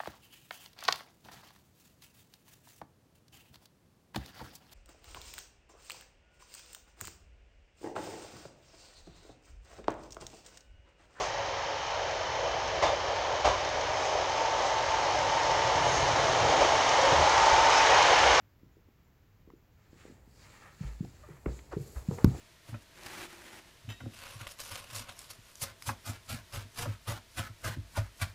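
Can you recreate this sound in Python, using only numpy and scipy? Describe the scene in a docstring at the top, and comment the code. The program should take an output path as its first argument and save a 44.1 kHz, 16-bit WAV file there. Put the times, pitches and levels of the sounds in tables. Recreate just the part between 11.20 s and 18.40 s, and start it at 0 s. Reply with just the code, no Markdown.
"""A railcar roar swells as it passes close to a platform, with clanks, ringing wheels, thuds and short hisses.
Engine clatter grows nearer and brighter towards the end. Rolling, engine and exhaust are shaped noise with
gains set by distance; crankshaft-locked strokes modulate the engine and exhaust. Joints excite decaying
noise and frame modes; whines, booms and hisses are swelling noise bands. Engine and joints echo off the canopy."""
import sys
import numpy as np
from scipy import signal
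from scipy.fft import rfft, irfft, next_fast_len
from scipy.io import wavfile
from scipy.ndimage import map_coordinates

SR = 44100
rng = np.random.default_rng(int(sys.argv[2]) if len(sys.argv) > 2 else 0)


def transcribe(signal):
    """Save signal, clipped to [-1, 1], as a 16-bit WAV file at the path in sys.argv[1]."""
    frames = np.atleast_2d(signal).T
    limited = np.clip(frames, -1, 1)
    pcm = np.round(limited * 32767).astype(np.int16)
    wavfile.write(sys.argv[1], SR, pcm)


N = 317520
T = np.arange(N) / SR  # s

SHAFT_HZ = 12.34
SPEED_M_PER_S = 4.1
DISTANCE_M = 4.76  # microphone to the near side of the train
# when each part draws level with the microphone
EXHAUST_PASS_S, FRAME_PASS_S, ENGINE_PASS_S = 4.79, 5.84, 6.91

# firing strength of each cylinder in turn: (relative strength)
CYLINDER_STRENGTHS = [1.16, 0.61, 1.2, 1.1, 0.96, 0.96]


def amp(db):
    """Decibels to gain."""
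    return 10 ** (np.asarray(db) / 20)


def unit(x):
    """Scaled to rms 1."""
    return x / np.sqrt(np.mean(x ** 2) + 1e-20)


def along(points, hz):
    """(Hz, value) points interpolated on a log frequency axis."""
    point_hz, values = np.transpose(points)
    return np.interp(np.log(hz + 1), np.log(point_hz + 1), values)


def wobble(knots_per_s):
    """Smooth random curve: a spline through Gaussian knots."""
    knots = rng.standard_normal(int(N * knots_per_s / SR) + 4)
    return map_coordinates(knots, [T * knots_per_s])


def filtered(x, response):
    """x times a response of frequency, zero-padded against wrap-around."""
    size = next_fast_len(N + SR // 2)
    spectrum = rfft(x, size) * response(np.fft.rfftfreq(size, 1 / SR))
    return irfft(spectrum, size)[:N]


def coloured(x, spectrum):
    """x shaped by (Hz, dB) points, at rms 1."""
    return unit(filtered(x, lambda f: amp(along(spectrum, f))))


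def resonance(f, centre_hz, width_hz):
    """Response of one damped mode, unity at its centre."""
    return 1j * f * width_hz / (centre_hz ** 2 - f * f + 1j * f * width_hz)


def noise():
    """White noise of rms 1."""
    return rng.standard_normal(N)


def contact(specks_per_s, grit):
    """Rolling contact: fine roughness plus sparse random specks."""
    specks = (rng.random(N) < specks_per_s / SR) * noise()
    return unit(noise() + grit * unit(specks))


def strokes(per_turn, strengths, decay_s, scatter_db, lag_strokes):
    """Envelope of blows locked to the crankshaft, each decaying exponentially; rms 1."""
    stroke_hz = SHAFT_HZ * per_turn
    phase = T * stroke_hz + lag_strokes + 1
    stroke = np.floor(phase).astype(int)
    age_s = (phase - stroke) / stroke_hz
    scatter = amp(scatter_db * rng.standard_normal(stroke.max() + 1))
    size = np.take(strengths, stroke, mode="wrap") * scatter[stroke]
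    return unit(size * np.exp(-age_s / decay_s))


def passing(pass_s, far_db, falloff):
    """Gain of a part going by: 1 / distance ** falloff, power-summed with a steady floor for the rest."""
    distance_m = np.hypot(DISTANCE_M, SPEED_M_PER_S * (T - pass_s))
    return np.hypot((DISTANCE_M / distance_m) ** falloff, amp(far_db))


def swells(rows):
    """Resonant bands of noise under Gaussian envelopes; length is the 1/e half-width."""
    out = np.zeros(N)
    for centre_s, length_s, hz, width_hz, db in rows:
        envelope = np.exp(-((T - centre_s) / length_s) ** 2)
        band = unit(filtered(noise(), lambda f: resonance(f, hz, width_hz)))
        out += amp(db) * envelope * band
    return out


def canopy(x, wet_db, count=24):
    """Adds roof and wall echo: each successive piece of x meets a fresh decaying noise tail."""
    # reverberation time: (frequency [Hz], t60 [s])
    decay_times = [(100, 0.38), (1000, 0.19), (10000, 0.33)]
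    hz, t, bins = signal.stft(rng.standard_normal((count, SR // 2)), SR, nperseg=256)
    decay = amp(-60 * t / along(decay_times, hz)[:, None])
    tails = signal.istft(bins * decay, SR, nperseg=256)[1]
    echo, start = np.zeros(N + SR), 0
    for piece, tail in zip(np.array_split(x, count), tails):
        answer = signal.fftconvolve(piece, tail / np.linalg.norm(tail))
        echo[start:start + len(answer)] += answer
        start += len(piece)
    return x + amp(wet_db) * echo[:N]


def rolling():
    """Rough wheels on rough rails shake the ground, track, wheel discs and underframe."""
    # rail roughness under the wheels: (time [s], level [dB])
    roughness = [(0, 0), (.7, -3), (1.45, 2), (2.5, 0.2), (4.2, -1), (4.7, 2), (6.4, -1), (7.0, 2)]
    # spectrum of the ground rumble: (frequency [Hz], relative level [dB])
    rumble_spectrum = [(20, -19.5), (30, -12.5), (45, -0.5), (62, 0), (85, 0.5), (125, -2.5), (180, -9.5),
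                       (300, -8), (600, -46)]
    # spectrum of the track roar: (frequency [Hz], relative level [dB])
    track_spectrum = [(120, -46), (240, -25.5), (330, -15), (420, -5.5), (520, -1.5), (660, 1), (760, -5.5),
                      (1000, -35), (2500, -63)]
    # spectrum of the wheel discs: (frequency [Hz], relative level [dB])
    wheel_spectrum = [(350, -47.5), (620, -16.5), (730, -1.5), (830, 1.5), (960, -0.5), (1080, -5),
                      (1250, -8.5), (1500, -21), (3000, -55)]
    # spectrum of the underframe drone: (frequency [Hz], relative level [dB])
    underframe_spectrum = [(100, -27.5), (190, -4.5), (250, 0), (380, 0.5), (480, -6), (800, -37)]
    rough_db = np.interp(T, *np.transpose(roughness))

    rumble_gain = amp(-44.6 + rough_db) * passing(ENGINE_PASS_S, far_db=-4.5, falloff=0.6)
    rumble = rumble_gain * coloured(noise(), rumble_spectrum)

    # the rails carry the roar along, so it fades slowly with distance
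    track_gain = amp(-30.5 + rough_db + 1.6 * wobble(11))
    track_gain = track_gain * passing(ENGINE_PASS_S, far_db=-21.5, falloff=0.47)
    track = track_gain * coloured(contact(specks_per_s=300, grit=0.35), track_spectrum)

    wheel_gain = amp(-24 + 0.83 * wobble(14)) * passing(ENGINE_PASS_S, far_db=-20, falloff=1.0)
    wheels = wheel_gain * coloured(contact(specks_per_s=330, grit=0.34), wheel_spectrum)

    drone_gain = amp(-40 + rough_db) * passing(FRAME_PASS_S, far_db=-28.5, falloff=1.12)
    drone = drone_gain * coloured(noise(), underframe_spectrum)
    return rumble + track + wheels + drone


def whines():
    """Faint whines and squeaks of the running gear, as narrow noise bands."""
    # whines: (centre [s], length [s], frequency [Hz], width [Hz], level [dB])
    whine_rows = [(2.68, 0.49, 615, 20, -40.5), (1.2, 2.4, 3050, 100, -51.5), (1.675, .03, 3600, 50, -40.5),
                  (6.8, .5, 3000, 40, -50)]
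    return swells(whine_rows)


def booms():
    """Low booms and thuds from under the carriage, as short resonant noise."""
    # booms: (centre [s], length [s], frequency [Hz], width [Hz], level [dB])
    boom_rows = [(5.255, .041, 125, 110, -34), (5.35, 0.13, 400, 300, -31.5), (5.88, 0.13, 550, 50, -28.5),
                 (5.931, 0.014, 125, 150, -26.5), (5.99, .05, 85, 60, -35)]
    return swells(boom_rows)


def brake_hisses():
    """Short brake hisses, as high noise bands."""
    # hisses: (centre [s], length [s], frequency [Hz], width [Hz], level [dB])
    hiss_rows = [(0.034, 0.069, 6500, 4000, -40.5), (2.844, 0.08, 6960, 3000, -42.5),
                 (3.47, 0.042, 6960, 4000, -40), (4.75, 0.095, 6470, 500, -38), (4.73, .11, 9650, 600, -39),
                 (6.57, 0.048, 5200, 500, -33)]
    return swells(hiss_rows)


def singing(rest_db=-52):
    """Wheels ring in two modes; flange rubbing lifts the higher one, a noise band plus a wavering tone."""
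    # flanges rubbing on the curve: (start [s], end [s], level [dB])
    rubs = [(3.02, 4.45, -36.5), (5.3, 6.6, -35.5), (6.083, 6.477, -30.5)]
    attack_s, release_s = 0.23, 0.23
    low = unit(filtered(noise(), lambda f: resonance(f, centre_hz=555.0, width_hz=34) ** 2))
    rub = unit(filtered(noise(), lambda f: resonance(f, centre_hz=904, width_hz=53) ** 2))
    pitch_hz = 889 + 6 * wobble(20)
    tone = np.sqrt(2) * np.sin(2 * np.pi * np.cumsum(pitch_hz) / SR)
    pressure = amp(rest_db)
    for start_s, end_s, db in rubs:
        attack = np.clip((T - start_s) / attack_s, 0, 1)
        release = np.exp(-np.maximum(T - end_s, 0) / release_s)
        pressure = pressure + amp(db) * attack * release
    low_gain = amp(-36.5) * passing(ENGINE_PASS_S, far_db=-9.5, falloff=1.5)
    high = unit(0.72 * rub + tone * amp(2.5 * wobble(16)))
    return low_gain * low + pressure * high


def exhaust():
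    """Puffs of gas boom in the silencer, loudest when it is right opposite."""
    puffs = strokes(per_turn=3, strengths=CYLINDER_STRENGTHS, decay_s=0.008, scatter_db=-0.2, lag_strokes=.45)
    gas = puffs * (noise() + 0.043)  # the offset adds a regular pulse to the turbulence
    boom = filtered(gas, lambda f: resonance(f, centre_hz=120.3, width_hz=76) ** 2)
    return amp(-39.3) * passing(EXHAUST_PASS_S, far_db=-21, falloff=7.2) * unit(boom)


def joints(clank_t60_s=0.38, ring_t60_s=0.39, thump_t60_s=0.46):
    """Each wheel blow rattles and rings the bogie frame and thumps the sleepers."""
    # wheels striking the track: (time [s], clank [dB], frame ring [dB], thump [dB])
    blows = [(0.0, -29.5, -39, -64), (1.621, -20, -33, -32.5), (2.245, -19, -23.5, -33),
             (3.379, -30.5, -40, -48), (3.94, -32, -40, -44), (4.649, -30, -32, -48),
             (5.279, -30.5, -40, -46), (5.403, -20, -32, -35), (6.009, -25, -32, -33),
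             (6.319, -36, -40, -32), (7.029, -27, -34, -37)]
    # modes of the bogie frame: (frequency [Hz], relative level [dB])
    frame_modes = [(605, 0), (705, -5), (810, -2), (1015, -12)]
    # spectrum of the clank: (frequency [Hz], relative level [dB])
    clank_spectrum = [(100, -23), (280, -12.5), (450, -7), (600, 3), (820, -1.5), (1050, -0.5),
                      (1500, -13.5), (2400, -14), (4000, -20.5), (6500, -21.5), (12000, -26.5)]
    # spectrum of the sleeper thump: (frequency [Hz], relative level [dB])
    sleeper_spectrum = [(20, -21), (45, -14), (57, 2.5), (62, 4), (68, -2.5), (80, -12), (130, -20.5),
                        (250, -17), (500, -51.5)]
    clank, ring, thump = np.zeros((3, N))
    for blow_s, clank_db, ring_db, thump_db in blows:
        age_s = np.maximum(T - blow_s, 0)
        rise = 1 - np.exp(-age_s / .004)
        clank += rise * amp(clank_db - 60 * age_s / clank_t60_s)
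        ring += rise * amp(ring_db - 60 * age_s / ring_t60_s)
        thump += rise * amp(thump_db - 60 * age_s / thump_t60_s)
    frame = np.zeros(N)
    for hz, db in frame_modes:
        frame += amp(db) * np.sin(2 * np.pi * hz * T + .7 * wobble(60))
    rattle = clank * coloured(noise(), clank_spectrum)
    return rattle + ring * unit(frame) + thump * coloured(noise(), sleeper_spectrum)


def engine():
    """Six cylinders knock three times a turn; the valve gear ticks twice a turn."""
    # spectrum of the knock: (frequency [Hz], relative level [dB])
    clatter_spectrum = [(600, -31), (1150, -1), (1400, -1.5), (1700, -0.5), (2350, -2.5), (2600, -6),
                        (2850, -5), (3050, -3), (3400, -7), (3900, -8.5), (4600, -16.5), (7000, -46)]
    # spectrum of the ticks: (frequency [Hz], relative level [dB])
    sizzle_spectrum = [(2500, -30), (3700, -8), (4300, -1), (4850, -2), (5300, 1.5), (5650, -.5), (6400, 0),
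                       (8000, -2.5), (13000, -5)]
    firing = strokes(per_turn=3, strengths=CYLINDER_STRENGTHS, decay_s=0.011, scatter_db=0.0, lag_strokes=.45)
    valves = strokes(per_turn=2, strengths=[1.15, .85], decay_s=0.0055, scatter_db=2.5, lag_strokes=.55)
    knock = coloured(noise() + 0.37 * firing * noise(), clatter_spectrum)
    ticks = coloured(noise() + 0.34 * valves * noise() + 0.17 * firing * noise(), sizzle_spectrum)

    # from afar the highest treble is screened by the carriage side
    screened = np.interp(T, [1.4, 5.5], [.75, 0])
    treble = filtered(ticks, lambda f: 1 / (1 + (7000 / (f + 1)) ** 12))
    ticks = ticks - screened * treble

    # the knock gains 2 dB as the engine comes out from behind the bogie
    in_view_s, rise_s, in_view_db = 6.48, 0.07, 2
    in_view = np.clip((T - in_view_s) / rise_s, 0, 1)
    knock_gain = amp(-25.5 - in_view_db * (1 - in_view))
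    knock_gain = knock_gain * passing(ENGINE_PASS_S, far_db=-18, falloff=0.95)
    tick_gain = amp(-28.9) * passing(ENGINE_PASS_S, far_db=-23.5, falloff=0.82)
    return knock_gain * knock + tick_gain * ticks


def scene():
    """The whole train beside the platform; only engine and joints feed the canopy echo."""
    gear = rolling() + whines() + booms() + brake_hisses() + singing()
    return (gear + exhaust() + canopy(joints() + engine(), wet_db=-10.5))[None]


def record(dry):
    """Small microphone: a low-mid notch, a dull top, a faint hiss of its own and a sharp upper band limit."""
    # treble response: (frequency [Hz], gain [dB])
    mic_response = [(20, 0), (6600, 0), (6900, -6.5), (7300, -7), (7900, -15), (9000, -20.5), (10000, -25),
                    (11500, -36.5), (13000, -46.5)]
    # spectrum of the self-noise: (frequency [Hz], relative level [dB])
    hiss_spectrum = [(1000, -10), (13500, -8.5), (14800, 0), (16000, 1.5)]
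    top_hz = 15750

    def response(f):
        """Notch times treble roll-off."""
        notch = 1 - 0.92 * resonance(f, centre_hz=215.3, width_hz=112)
        return notch * amp(along(mic_response, f))

    heard = filtered(dry[0], response)
    hiss = amp(-73.5) * coloured(noise(), hiss_spectrum)
    return filtered(heard + hiss, lambda f: f < top_hz)[None]


dry = scene()
out = record(dry)
transcribe(out)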